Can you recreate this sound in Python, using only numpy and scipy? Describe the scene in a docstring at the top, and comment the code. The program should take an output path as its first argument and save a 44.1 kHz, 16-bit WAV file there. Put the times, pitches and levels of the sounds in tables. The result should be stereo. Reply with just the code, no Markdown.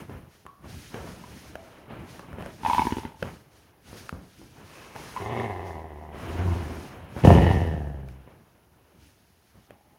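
"""Big dog tugging a rope toy

A large dog tugs at a rope toy on a wooden floor, close to a handheld stereo microphone.
It snorts past the toy in flaps of the soft palate, growls three times and grumbles faintly twice with slack
vocal folds. Paws and elbows thud by ringing the boards, claws and teeth tick as short damped rings, fur and
rope rub as shaped noise, and the small room hums faintly below, with a thin electronic tone."""
import sys
import numpy as np
from scipy import signal
from scipy.io import wavfile
from scipy.ndimage import uniform_filter1d

SR = 44100
rng = np.random.default_rng(int(sys.argv[2]) if len(sys.argv) > 2 else 0)


def natural_amplitude(level_db):
    """Convert a level in decibels to a linear amplitude factor, elementwise."""
    exponent = np.asarray(level_db, float) / 20
    return 10 ** exponent


def materialize(psi):
    """Save the field psi as 16-bit PCM at rate SR to the path in sys.argv[1].

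    A 1-D psi becomes a single channel; in a 2-D psi each row is a channel.
    """
    bounded = np.clip(np.atleast_2d(psi).T, -1, 1)
    quanta = np.round(bounded * 32767).astype(np.int16)
    wavfile.write(sys.argv[1], SR, quanta)


N = 440118   # length in samples
MIDDLE_EFFORT_DB = -35   # the growling effort around which other levels swing


def rms_one(x):
    """Scale to rms 1."""
    return x / np.sqrt(np.mean(x ** 2) + 1e-20)


def evened(x):
    """Level evened over about 45 ms; the pulses stay."""
    return x / np.sqrt(uniform_filter1d(x ** 2, size=2000) + 1e-12)


def left_right(db):
    """Gains that raise the left by db and lower the right by db."""
    return natural_amplitude(np.array([[1], [-1]]) * db)


def in_time(rows, t):
    """Columns of a table read at times t."""
    s, *columns = np.transpose(rows)
    return [np.interp(t, s, c) for c in columns]


def at_hz(points, hz):
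    """A spectrum read on a log-frequency axis."""
    f, value = np.transpose(points)
    return np.interp(np.log(hz), np.log(np.maximum(f, 1)), value)


def drift(rate, size):
    """Slow chance of spread 1, changing about rate times a second."""
    knots = rng.standard_normal(size // 32 + 1002)   # one knot every 32 samples
    r = np.exp(-64 * np.pi * rate / SR)
    slow = signal.lfilter([1], [1, -2 * r, r * r], knots)
    slow = rms_one(slow[1000:])   # leave out the filter's start
    return np.interp(np.arange(size) / 32, np.arange(len(slow)), slow)


def resonate(x, modes, stretch=1):
    """Parallel resonances (Hz, width, dB) with alternating signs; stretch slides them all, block by block."""
    steps = np.atleast_1d(stretch)
    blocks = np.array_split(x + 1e-18, len(steps))
    out = 0
    for k, (hz, width, level_db) in enumerate(modes):
        r = np.exp(-np.pi * width / SR)
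        b = [(1 - r * r) / 2, 0, (r * r - 1) / 2]
        state, rung = np.zeros(2), []
        for block, step in zip(blocks, steps):
            a = [1, -2 * r * np.cos(2 * np.pi * hz * step / SR), r * r]
            part, state = signal.lfilter(b, a, block, zi=state)
            rung.append(part)
        out = out + (-1) ** k * natural_amplitude(level_db) * np.concatenate(rung)
    return out


def clicks(times, sizes):
    """Impulses of given sizes."""
    out = np.zeros(N)
    out[(np.asarray(times) * SR).astype(int)] = sizes
    return out


def follow(effort_db, level_db, share):
    """A level that takes a share of the effort's swing."""
    return level_db + share * (effort_db - MIDDLE_EFFORT_DB)


def swells(t, start, hold, peak_db, rise, fall):
    """Each event rises, holds and falls at steady dB per second; the loudest counts."""
    early = np.maximum(start - t[:, None], 0)
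    late = np.maximum(t[:, None] - start - hold, 0)
    return np.max(peak_db - rise * early - fall * late, axis=1)


# the body shifts its weight: start_s, hold_s, rumble_db, scuff_db, fall_db_per_s
WEIGHT_SHIFTS = [(0, 0.01, -41.5, -43, 200), (0.098, 0.02, -44.5, -49, 64),
                 (0.655, 0.053, -43.5, -50.5, 59), (0.955, 0.024, -42, -43, 43),
                 (1.15, .37, -50, -52.5, 57), (1.543, 0.044, -57, -50.5, 9), (1.907, 0.042, -43.5, -45, 43),
                 (2.12, 0.05, -58, -50, 24), (2.296, 0.086, -48.5, -49.5, 90), (2.4, .07, -41, -45, 123),
                 (2.604, 0.49, -46.5, -49, 160), (3.246, 0.023, -40.5, -42.5, 124),
                 (3.45, 0.039, -61.5, -61.5, 9), (3.887, 0.15, -53, -54, 40),
                 (4.14, 0.026, -46.5, -64, 82.5), (4.4, .04, -48, -64, 91), (4.565, 0.054, -51.5, -51, 100),
                 (4.71, 0.23, -73, -51.5, 40), (4.958, .03, -72, -43.5, 20), (6.154, 0.11, -46, -42, 50),
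                 (6.23, 0.22, -42.5, -40.5, 10.5), (7.176, .08, -41, -42, 100),
                 (8.272, .03, -56.5, -57.5, 37.5), (8.756, 0.019, -61, -67, 53),
                 (8.95, 0.037, -55.5, -72.5, 48), (9.556, 0.021, -57.5, -63, 150),
                 (9.706, 0.024, -63, -58, 150), (9.85, .13, -63, -66, 60)]
# strokes of fur and rope, puffs of breath: start_s, hold_s, hiss_db
STROKES = [(0, 0.048, -62), (0.32, 0.083, -63.5), (0.708, 0.77, -54), (1.59, 0.19, -63),
           (2.094, 0.074, -54.5), (2.45, 0.23, -59), (2.678, 0.17, -43.5), (2.88, 0.12, -51),
           (3.202, 0.14, -57.5), (3.53, 0.1, -62), (3.89, .06, -54), (3.974, 0.03, -50.5),
           (4.046, 0.0052, -52.5), (4.242, 0.47, -61), (4.656, 0.39, -56), (4.974, .25, -50.5),
           (5.662, .02, -57), (6.188, .08, -56.5), (6.285, 0.6, -54.5), (7.18, 0.027, -51),
           (8.091, 0.0088, -64), (9.018, 0.089, -64), (9.185, 0.47, -68)]
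# effort also shakes the floor, drags the rope and drives breath: level_db at middle effort, share of the swing
FLOOR_SHAKE = (-48, .65)
ROPE_DRAG = (-51.5, 0.57)
BREATH = (-60.5, 1)
SHIFT_RISE_DB_PER_S, STROKE_RISE_DB_PER_S, STROKE_FALL_DB_PER_S = 312, 218, 106
REST_DB = (-68.5, -69.5, -72.5)   # lowest rumble, scuff and hiss


def movements(t):
    """Levels of rumble, scuff and hiss: shifts and strokes, the strain of each growl, and rest between."""
    effort_db = np.full(len(t), -200.)   # no effort outside the growls
    for rows in GROWLS:
        inside = (t >= rows[0][0]) & (t < rows[-1][0])
        effort_db[inside] = in_time(rows, t[inside])[1]
    start, hold, rumble_db, scuff_db, fall = np.transpose(WEIGHT_SHIFTS)
    moved = [swells(t, start, hold, db, SHIFT_RISE_DB_PER_S, fall) for db in (rumble_db, scuff_db)]
    moved.append(swells(t, *np.transpose(STROKES), STROKE_RISE_DB_PER_S, STROKE_FALL_DB_PER_S))
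    levels = []
    for db, law, rest_db in zip(moved, (FLOOR_SHAKE, ROPE_DRAG, BREATH), REST_DB):
        strain_db = follow(effort_db, *law)
        levels.append(np.maximum(np.maximum(db, strain_db), rest_db))
    return levels


# relative noise spectra of floor rumble, scuffing, fur and breath hiss, and room tone:
# pitch_hz, density_db (per Hz)
RUMBLE_SPECTRUM = [(30, -39.5), (60, 3), (85, 5), (160, 1), (300, -5.5), (500, -20.5), (1000, -40.5)]
SCUFF_SPECTRUM = [(200, 8.5), (400, 9), (1000, 4.5), (2000, -2.5), (3000, -6.5), (5000, -38)]
HISS_SPECTRUM = [(880, -18.5), (1500, -2.5), (1940, 2), (2100, -7), (2740, -3.5), (3620, -6), (6120, -5.5),
                 (7030, -10.5), (7760, -9.5), (10000, -18), (11700, -11), (15100, -18.5), (16000, -14)]
ROOM_SPECTRUM = [(18, -56), (30, -28.5), (53, -11.5), (86, 2.5), (109, -27), (145, -5.5), (311, -36),
                 (394, -10.5), (426, -40.5), (702, -13), (7870, -72.5), (11400, -24), (16000, -30.5)]
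ROOM_TONE_DB = -68
# stereo width of the noise: pitch_hz, side_minus_mid_db
SIDE_DB = [(60, -14), (150, -11.5), (380, -8.5), (950, -1.5), (2380, 0), (5980, 0.5), (15000, 1.5)]
# stereo balance of the noise: pitch_hz, left_minus_right_db
LEAN_DB = [(60, 0), (180, 3), (550, 2.5), (1650, 2.5), (4970, 5.5), (15000, 4)]


def rustle():
    """Rumble, scuff, hiss and room tone share 0.4-octave noise bands; the moving parts flicker in patches."""
    t = np.arange(0, N, 32) / SR
    rumble_db, scuff_db, hiss_db = movements(t)
    # spectrum, level, flicker in dB
    moving = [(RUMBLE_SPECTRUM, rumble_db, 3.0), (SCUFF_SPECTRUM, scuff_db, 2.0), (HISS_SPECTRUM, hiss_db, 1.5)]
    edges = 28 * 2 ** (np.arange(24) * .4)
    centres, widths = np.sqrt(edges[1:] * edges[:-1]), np.diff(edges)
    spectra = [m[0] for m in moving] + [ROOM_SPECTRUM]
    shares = [natural_amplitude(2 * at_hz(spectrum, centres)) * widths for spectrum in spectra]
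    shares = [p / p.sum() for p in shares]   # each band's share of the power
    together = [drift(8.2, N)[::32] for m in moving]   # flicker common to all bands
    white, out = rng.standard_normal((2, 2, N)), 0
    for k, hz in enumerate(centres):
        sos = signal.butter(2, edges[k:k + 2], "band", fs=SR, output="sos")
        mid, side = signal.sosfilt(sos, white[k % 2]) * np.sqrt(SR / 2 / widths[k])
        own = drift(45, N)[::32]   # this band's own faster flicker
        power = shares[-1][k] * natural_amplitude(2 * ROOM_TONE_DB)
        for (_, level_db, patchy_db), share, shared in zip(moving, shares, together):
            flicker_db = patchy_db * (.7 * shared + .7 * own)
            power = power + share[k] * natural_amplitude(2 * (level_db + flicker_db))
        gain = np.interp(np.arange(N) / 32, np.arange(len(t)), np.sqrt(power))
        lean = left_right(at_hz(LEAN_DB, hz) / 2)
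        out = out + gain * lean * (mid + natural_amplitude(at_hz(SIDE_DB, hz)) * side * [[1], [-1]])
    return out


# a thin electronic tone: pitch_hz, level_db (rms)
WHINE = [(11106, -95)]


def electronic_whine():
    """A steady sine tone at each listed pitch."""
    t = np.arange(N) / SR
    return sum(np.sqrt(2) * natural_amplitude(level_db) * np.sin(2 * np.pi * hz * t) for hz, level_db in WHINE)


# paws and elbows on the boards: start_s, level_db, hardness (0-1)
THUDS = [(0.004, -33.5, 0.4), (0.096, -30, 0.3), (0.454, -38, 0), (0.644, -34.5, 0.2), (0.943, -26, 1),
         (1.043, -34, 0.1), (1.281, -40.5, 0.3), (1.908, -29, 0.8), (2.197, -33.5, 0.9), (2.286, -38, 0),
         (2.33, -37, 0), (2.385, -32.5, 0.3), (2.418, -56, 1), (2.462, -36, 1), (3.225, -23.5, 0.7),
         (3.93, -31.5, 1), (4.127, -28, 0), (4.416, -33.5, 0.2), (4.59, -41.5, 0.1), (4.957, -34, 0.9),
         (6.146, -30, 0.4), (7.165, -25, 0.3), (7.248, -9.5, 0.1), (8.276, -36.5, 0.13), (9.556, -48, 0.5)]
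# resonances of the floor boards: pitch_hz, width_hz, level_db
BOARDS = [(80.8, 40, -17), (144, 90, -4.5), (229.3, 230, -4), (376, 25, -8), (692, 260, -15),
          (1182, 1200, -32)]
PAD_CUT_HZ = 1640   # pads and fur soften each blow


def thuds():
    """A soft push, then a dying shudder of the boards; hard blows reach the higher resonances."""
    s, level_db, hard = np.transpose(THUDS)
    spread = rng.standard_normal((len(s), len(BOARDS)))
    shake, out = rng.standard_normal(N), 0
    for k, (hz, width, board_db) in enumerate(BOARDS):
        tilt_db = 3.3 * (hard - 2.5) * np.log2(hz / 150)
        blows = clicks(s, natural_amplitude(level_db + 2.0 * spread[:, k] + tilt_db))
        decay_s = .07 * (150 / hz) ** 0.3   # higher resonances shudder for less time
        shudder = shake * signal.lfilter([1], [1, -np.exp(-1 / (SR * decay_s))], blows + 1e-18)
        push = .16 * SR / width * blows + 0.084 * np.sqrt(SR / width) * shudder
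        out = out + resonate(push, [(hz, width, board_db)])
    return signal.sosfilt(signal.butter(2, PAD_CUT_HZ, fs=SR, output="sos"), out)


def room(x, t60=0.21):
    """Reflections as decaying noise, unrelated on each side and thin in the bass; t60 in seconds."""
    t = np.arange(20000) / SR
    tail = rng.standard_normal((2, len(t))) * natural_amplitude(-60 * t / t60) * (t > .002)
    tail = signal.sosfilt(signal.butter(2, [600, 6000], "band", fs=SR, output="sos"), tail)
    tail = tail / np.sqrt(np.sum(tail ** 2) / 2)
    return signal.fftconvolve(x, tail, axes=1)[:, :N]


# claws and teeth: start_s, level_db, ring_hz, left_minus_right_db, after_ring_db
TICKS = [(0.097, -38, 510, 3, -12), (0.465, -31.5, 1110, 4.5, -15.5), (0.944, -22, 470, 5, -19),
         (1.555, -22.5, 662, 2.5, -21), (2.194, -31, 1120, 3.5, -17), (2.33, -36, 1400, -1, -17),
         (2.385, -33, 479, 0, -31), (2.408, -28, 640, -6, -18), (2.424, -27, 755, 1, -28),
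         (2.461, -25.5, 650, -2, -28.5), (3.227, -15, 520, 6, -38), (4.093, -25, 1350, 11.5, -49),
         (4.962, -27.5, 890, 6.5, -22.5), (8.087, -41, 2320, 6, -36), (9.707, -31.5, 580, 5.5, -34.5)]
# modes of the hard point, rung by the crack: pitch_hz, width_hz, level_db
POINT_MODES = [(1380, 190, 5), (1690, 200, 5.5), (2630, 260, 3), (3200, 260, -1)]
POINT_HZ = 1510   # the hard point's own ring
CRACK_DB, CRACK_DB_PER_OCTAVE = -12.5, 6   # crack at a 600 Hz ring, sharper for higher ones


def ticks():
    """A hard point on wood: two brief damped rings, a dull crack into the point's modes and a faint after-ring."""
    out, t = np.zeros((2, N)), np.arange(8000) / SR
    cracks = signal.lfilter([.5], [1, -.5], rng.standard_normal((len(TICKS), len(t))))
    for (s, level_db, low_hz, pan_db, after_db), crack in zip(TICKS, cracks):
        tick = np.sin(2 * np.pi * low_hz * t) * np.exp(-t / 0.0017)
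        tick += 0.8 * np.sin(2 * np.pi * POINT_HZ * t) * np.exp(-t / 0.00063)
        tick *= 1 - np.exp(-t / 0.00011)   # the contact takes a moment
        crack_db = CRACK_DB + CRACK_DB_PER_OCTAVE * np.log2(low_hz / 600)
        tick += natural_amplitude(crack_db) * crack * np.exp(-t / 0.0008)
        tick += resonate(crack * np.exp(-t / .0012), POINT_MODES)
        # a hollow nearby keeps humming
        tick += natural_amplitude(after_db) * resonate(crack * np.exp(-t / 0.1), [(low_hz, 60, 20)])
        at = int(s * SR)
        out[:, at:at + len(t)] += natural_amplitude(level_db) * left_right(pan_db / 2) * tick
    return out


# flaps of the soft palate: start_s, nose_level_db, cheek_level_db, nose_ring_hz
FLAPS = [(1.238, -35, -61, 985), (2.633, -26, -38, 890), (2.649, -15, -25, 904), (2.661, -10.5, -36, 885),
         (2.674, -34, -47, 1010), (2.682, -23.5, -27.5, 960), (2.698, -10.5, -30.5, 960),
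         (2.709, -15.5, -38, 865), (2.732, -11.5, -25, 963), (2.747, -12.5, -31, 896),
         (2.781, -9, -35, 970), (2.793, -10, -25, 897), (2.806, -41, -40, 1060), (2.819, -13.5, -35.5, 908),
         (2.852, -27.5, -32, 1010), (2.869, -16, -26.5, 938), (2.907, -26, -36, 970),
         (2.923, -24, -21, 894), (2.968, -26, -31, 886), (2.983, -29.5, -21, 910), (3.033, -33, -42, 890),
         (3.051, -29.5, -32.5, 890), (3.098, -40, -65, 870), (3.119, -40, -69, 900), (3.145, -44, -69, 890),
         (3.17, -47, -69, 890), (5.163, -21.5, -46, 967), (5.172, -21, -48, 1030), (5.204, -32.5, -54, 950)]
# upper resonances of the nose, then resonances of the cheeks: pitch_hz, width_hz, level_db
NOSE = [(1466, 130, -18), (2130, 580, -15.5), (3400, 1000, -22.5)]
CHEEKS = [(231, 75, 0), (419, 93, -9), (90, 55, -6.5)]


def snorts():
    """Each flap rings the nose, cracks through its upper resonances and pushes softly into the cheeks."""
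    s, nose_db, cheek_db, ring_hz = np.transpose(FLAPS)
    t, ring = np.arange(1500) / SR, np.zeros(N)
    swell = np.exp(-t / 0.004) - np.exp(-t / 0.00092)   # quick rise, slower fall
    for at, level_db, hz in zip((s * SR).astype(int), nose_db, ring_hz):
        ring[at:at + len(t)] += natural_amplitude(level_db + 3.5) * np.sin(2 * np.pi * hz * t) * swell
    crack_sizes = natural_amplitude(nose_db) + natural_amplitude(cheek_db + 4)
    crack = rng.standard_normal(N) * np.convolve(clicks(s, crack_sizes), np.exp(-t / .002))[:N]
    push = np.convolve(clicks(s, natural_amplitude(cheek_db)), np.exp(-t / 0.0013))[:N]
    push = (1 + 3.6 * rng.standard_normal(N)) * push
    return ring + natural_amplitude(13) * resonate(crack, NOSE) + natural_amplitude(15) * resonate(push, CHEEKS)


# growls and grumbles, one table each: time_s, pitch_hz, effort_db (throat level)
GROWLS = [
    [(4.66, 70.3, -65), (4.74, 71.9, -58), (4.95, 75.5, -60.5), (5.14, 79, -74)],
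    [(5.19, 104.2, -40), (5.23, 108, -36), (5.39, 120.8, -30), (5.47, 106.3, -33), (5.55, 93.7, -36.5),
     (5.78, 83.36, -41), (5.9, 77.95, -45.5), (6.08, 74.6, -46), (6.22, 73.7, -53)],
    [(6.28, 82.5, -42.5), (6.375, 85.4, -40.5), (6.4, 88.34, -36), (6.44, 89.7, -38), (6.48, 89.1, -33.5),
     (6.56, 86.75, -38), (6.66, 79.94, -41.5), (6.8, 76.2, -44), (6.88, 76.3, -59.5)],
    [(7.225, 84.77, -44), (7.25, 83.4, -14.5), (7.3, 84.46, -14.5), (7.39, 87.64, -21.5),
     (7.52, 90.98, -26.5), (7.66, 84.37, -33.5), (7.82, 72.4, -40.5), (8.1, 65.3, -53), (8.27, 61.55, -70)],
    [(9.72, 65, -64.5), (9.79, 65, -65), (9.86, 66.2, -71), (9.975, 70.2, -67)],
]
# throat resonances of each growl: pitch_hz, width_hz, level_db
THROATS = [
    [(1090, 78, 12), (416, 120, -4.5)],
    [(218, 65, -4), (381, 48, 7.5), (719, 110, 4.5), (1030, 155, -1.5)],
    [(237, 69, -2), (372.3, 49, 2), (690, 81, -7), (983, 170, -10)],
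    [(248.8, 147, 6), (417, 170, 7.5), (708, 111, 3.5), (890, 120, -0.5)],
    [(810, 80, 7), (300, 120, -7.5)],
]
# mouth resonances of each growl, all but the first two weakening with roughness: pitch_hz, width_hz, level_db
MOUTHS = [
    [(1500, 200, -3), (2570, 300, 4)],
    [(1767, 230, 2), (2046, 78, 10.5), (2770, 420, 0), (3560, 500, -3)],
    [(1460, 140, 13), (1823, 240, 6), (2570, 270, -25.5), (3410, 680, -9)],
    [(1740, 190, 6.5), (1964, 160, -4), (1350, 300, -4), (2270, 420, 2), (2836, 380, 4.5), (5670, 670, -14)],
    [(1750, 150, 0), (2300, 300, -9)],
]
# chest resonances: pitch_hz, width_hz, level_db
CHEST = [(66, 26, -0.5), (156.6, 58, -4)]
# each growl: roughness at start (0-1), roughness it tends to (0-1),
# how far resonances follow the pitch (0-1), chest boom share at the start (0-1)
MANNERS = [(.9, .9, 0, .8), (.68, .34, .12, .2), (.6, .45, .1, .25), (.74, .38, .3, .8), (.8, .8, 0, .8)]
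# each growl: chest and mouth level above the throat at middle effort [dB], chest's share of the effort's swing
CHEST_LIFT_DB = [-16, -3, 12.5, 9, -13.5]
MOUTH_LIFT_DB = [7, -11.5, -21.5, -13, -2.5]
CHEST_FOLLOWS = [1.6, 0.64, 1.96, 0.79, 1.8]
MOUTH_FOLLOWS, MOUTH_TOP_DB = 1.3, -35   # mouth's share of the swing; the rope muffles louder cries
OCTAVE_SHARE = 0.346   # of the chest tone


def growl(rows, throat, mouth, manner, chest_lift_db, chest_follows, mouth_lift_db):
    """Slack vocal folds: a chest tone on the pitch, and uneven pulses with a puff per cycle into throat and mouth."""
    start = int(rows[0][0] * SR)
    size = int(rows[-1][0] * SR) - start
    t = (start + np.arange(size)) / SR
    hz, throat_db = in_time(rows, t)
    chest_db = follow(throat_db, MIDDLE_EFFORT_DB + chest_lift_db, chest_follows)
    mouth_db = follow(throat_db, MIDDLE_EFFORT_DB + mouth_lift_db, MOUTH_FOLLOWS)
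    mouth_db = np.minimum(mouth_db, MOUTH_TOP_DB)
    rough_start, rough_end, sink, boom = manner
    rough = rough_end + (rough_start - rough_end) * np.exp(-(t - t[0]) / .35)

    phase = np.cumsum(hz * (1 + .25 * rough ** 2 * drift(40, size))) / SR   # in cycles
    within = phase % 1
    cycle = phase.astype(int)
    draws = rng.standard_normal((size // 200, 3))[cycle]
    strength = natural_amplitude(5.0 * rough * draws[:, 0])   # some cycles slap, some barely close
    flutter = natural_amplitude(4.6 * rough * drift(9.8, size))   # loose tissue rattles slower than the folds
    pulses = (np.diff(cycle, prepend=0) > 0) * strength
    late = within > .5 + .1 * draws[:, 1]   # a rough cycle closes a second time near its middle
    pulses += (np.diff(late * 1, prepend=0) > 0) * 1.2 * rough ** 2 * natural_amplitude(4.0 * draws[:, 2])
    puff = rng.standard_normal(size) * np.exp(-2.5 * within) * strength
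    source = flutter * (rms_one(pulses) + 1.62 * rms_one(puff) * rough)

    stretch = (hz[::512] / hz.mean()) ** sink   # the larynx sinks with the pitch
    tone = np.sin(2 * np.pi * phase) + OCTAVE_SHARE * np.sin(4 * np.pi * phase + 1)
    tone = tone * uniform_filter1d(strength * flutter, size=300) ** 0.92
    boomed = resonate(resonate(source, CHEST, stretch), [(100, 158, 0)])
    share = boom * rough / rough_start   # rough cycles make the chest boom instead of hum
    chest = (1 - share) * rms_one(tone) + share * rms_one(boomed)
    lips = resonate(resonate(source, mouth[:2], stretch), [(1890, 3300, 0.73)], stretch)
    lips = lips + (rough / rough_start) ** 2.2 * resonate(source, mouth[2:])
    lips = signal.sosfilt(signal.butter(2, 1200, "high", fs=SR, output="sos"), lips)

    voice = natural_amplitude(chest_db) * evened(chest)
    voice += natural_amplitude(throat_db) * evened(resonate(source, throat, stretch))
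    voice += natural_amplitude(mouth_db) * evened(lips)
    fade = np.clip(np.minimum(t - t[0], t[-1] - t) / .012, 0, 1)   # 12 ms at both ends
    out = np.zeros(N)
    out[start:start + size] = fade * voice
    return out


def scene():
    """Voice, snorts and thuds are a little louder on the left but arrive four samples earlier on the right."""
    calls = zip(GROWLS, THROATS, MOUTHS, MANNERS, CHEST_LIFT_DB, CHEST_FOLLOWS, MOUTH_LIFT_DB)
    voice = sum(growl(*call) for call in calls)
    near = voice * left_right(.8) + snorts() * left_right(2.2) + thuds() * left_right(1.2)
    near[0] = np.roll(near[0], shift=4)
    return near + natural_amplitude(-8) * room(near) + ticks() + rustle() + electronic_whine()


def low_pass(x):
    """Removes everything above the highest recorded frequency."""
    return signal.sosfilt(signal.butter(12, 15850, fs=SR, output="sos"), x)


# a port peak, then a dip: pitch_hz, width_hz, level_db
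MICROPHONE = [(10100, 540, -0.5), (7520, 1500, -6.5)]


def record(dry):
    """The microphone drops the deepest bass and colours the treble; the input overloads at full scale."""
    heard = signal.sosfilt(signal.butter(3, 38, "high", fs=SR, output="sos"), dry)
    heard = heard + [resonate(side, MICROPHONE) for side in heard]
    mix = np.clip(heard, -1, 1)
    return low_pass(mix)


dry = scene()
out = record(dry)
materialize(out)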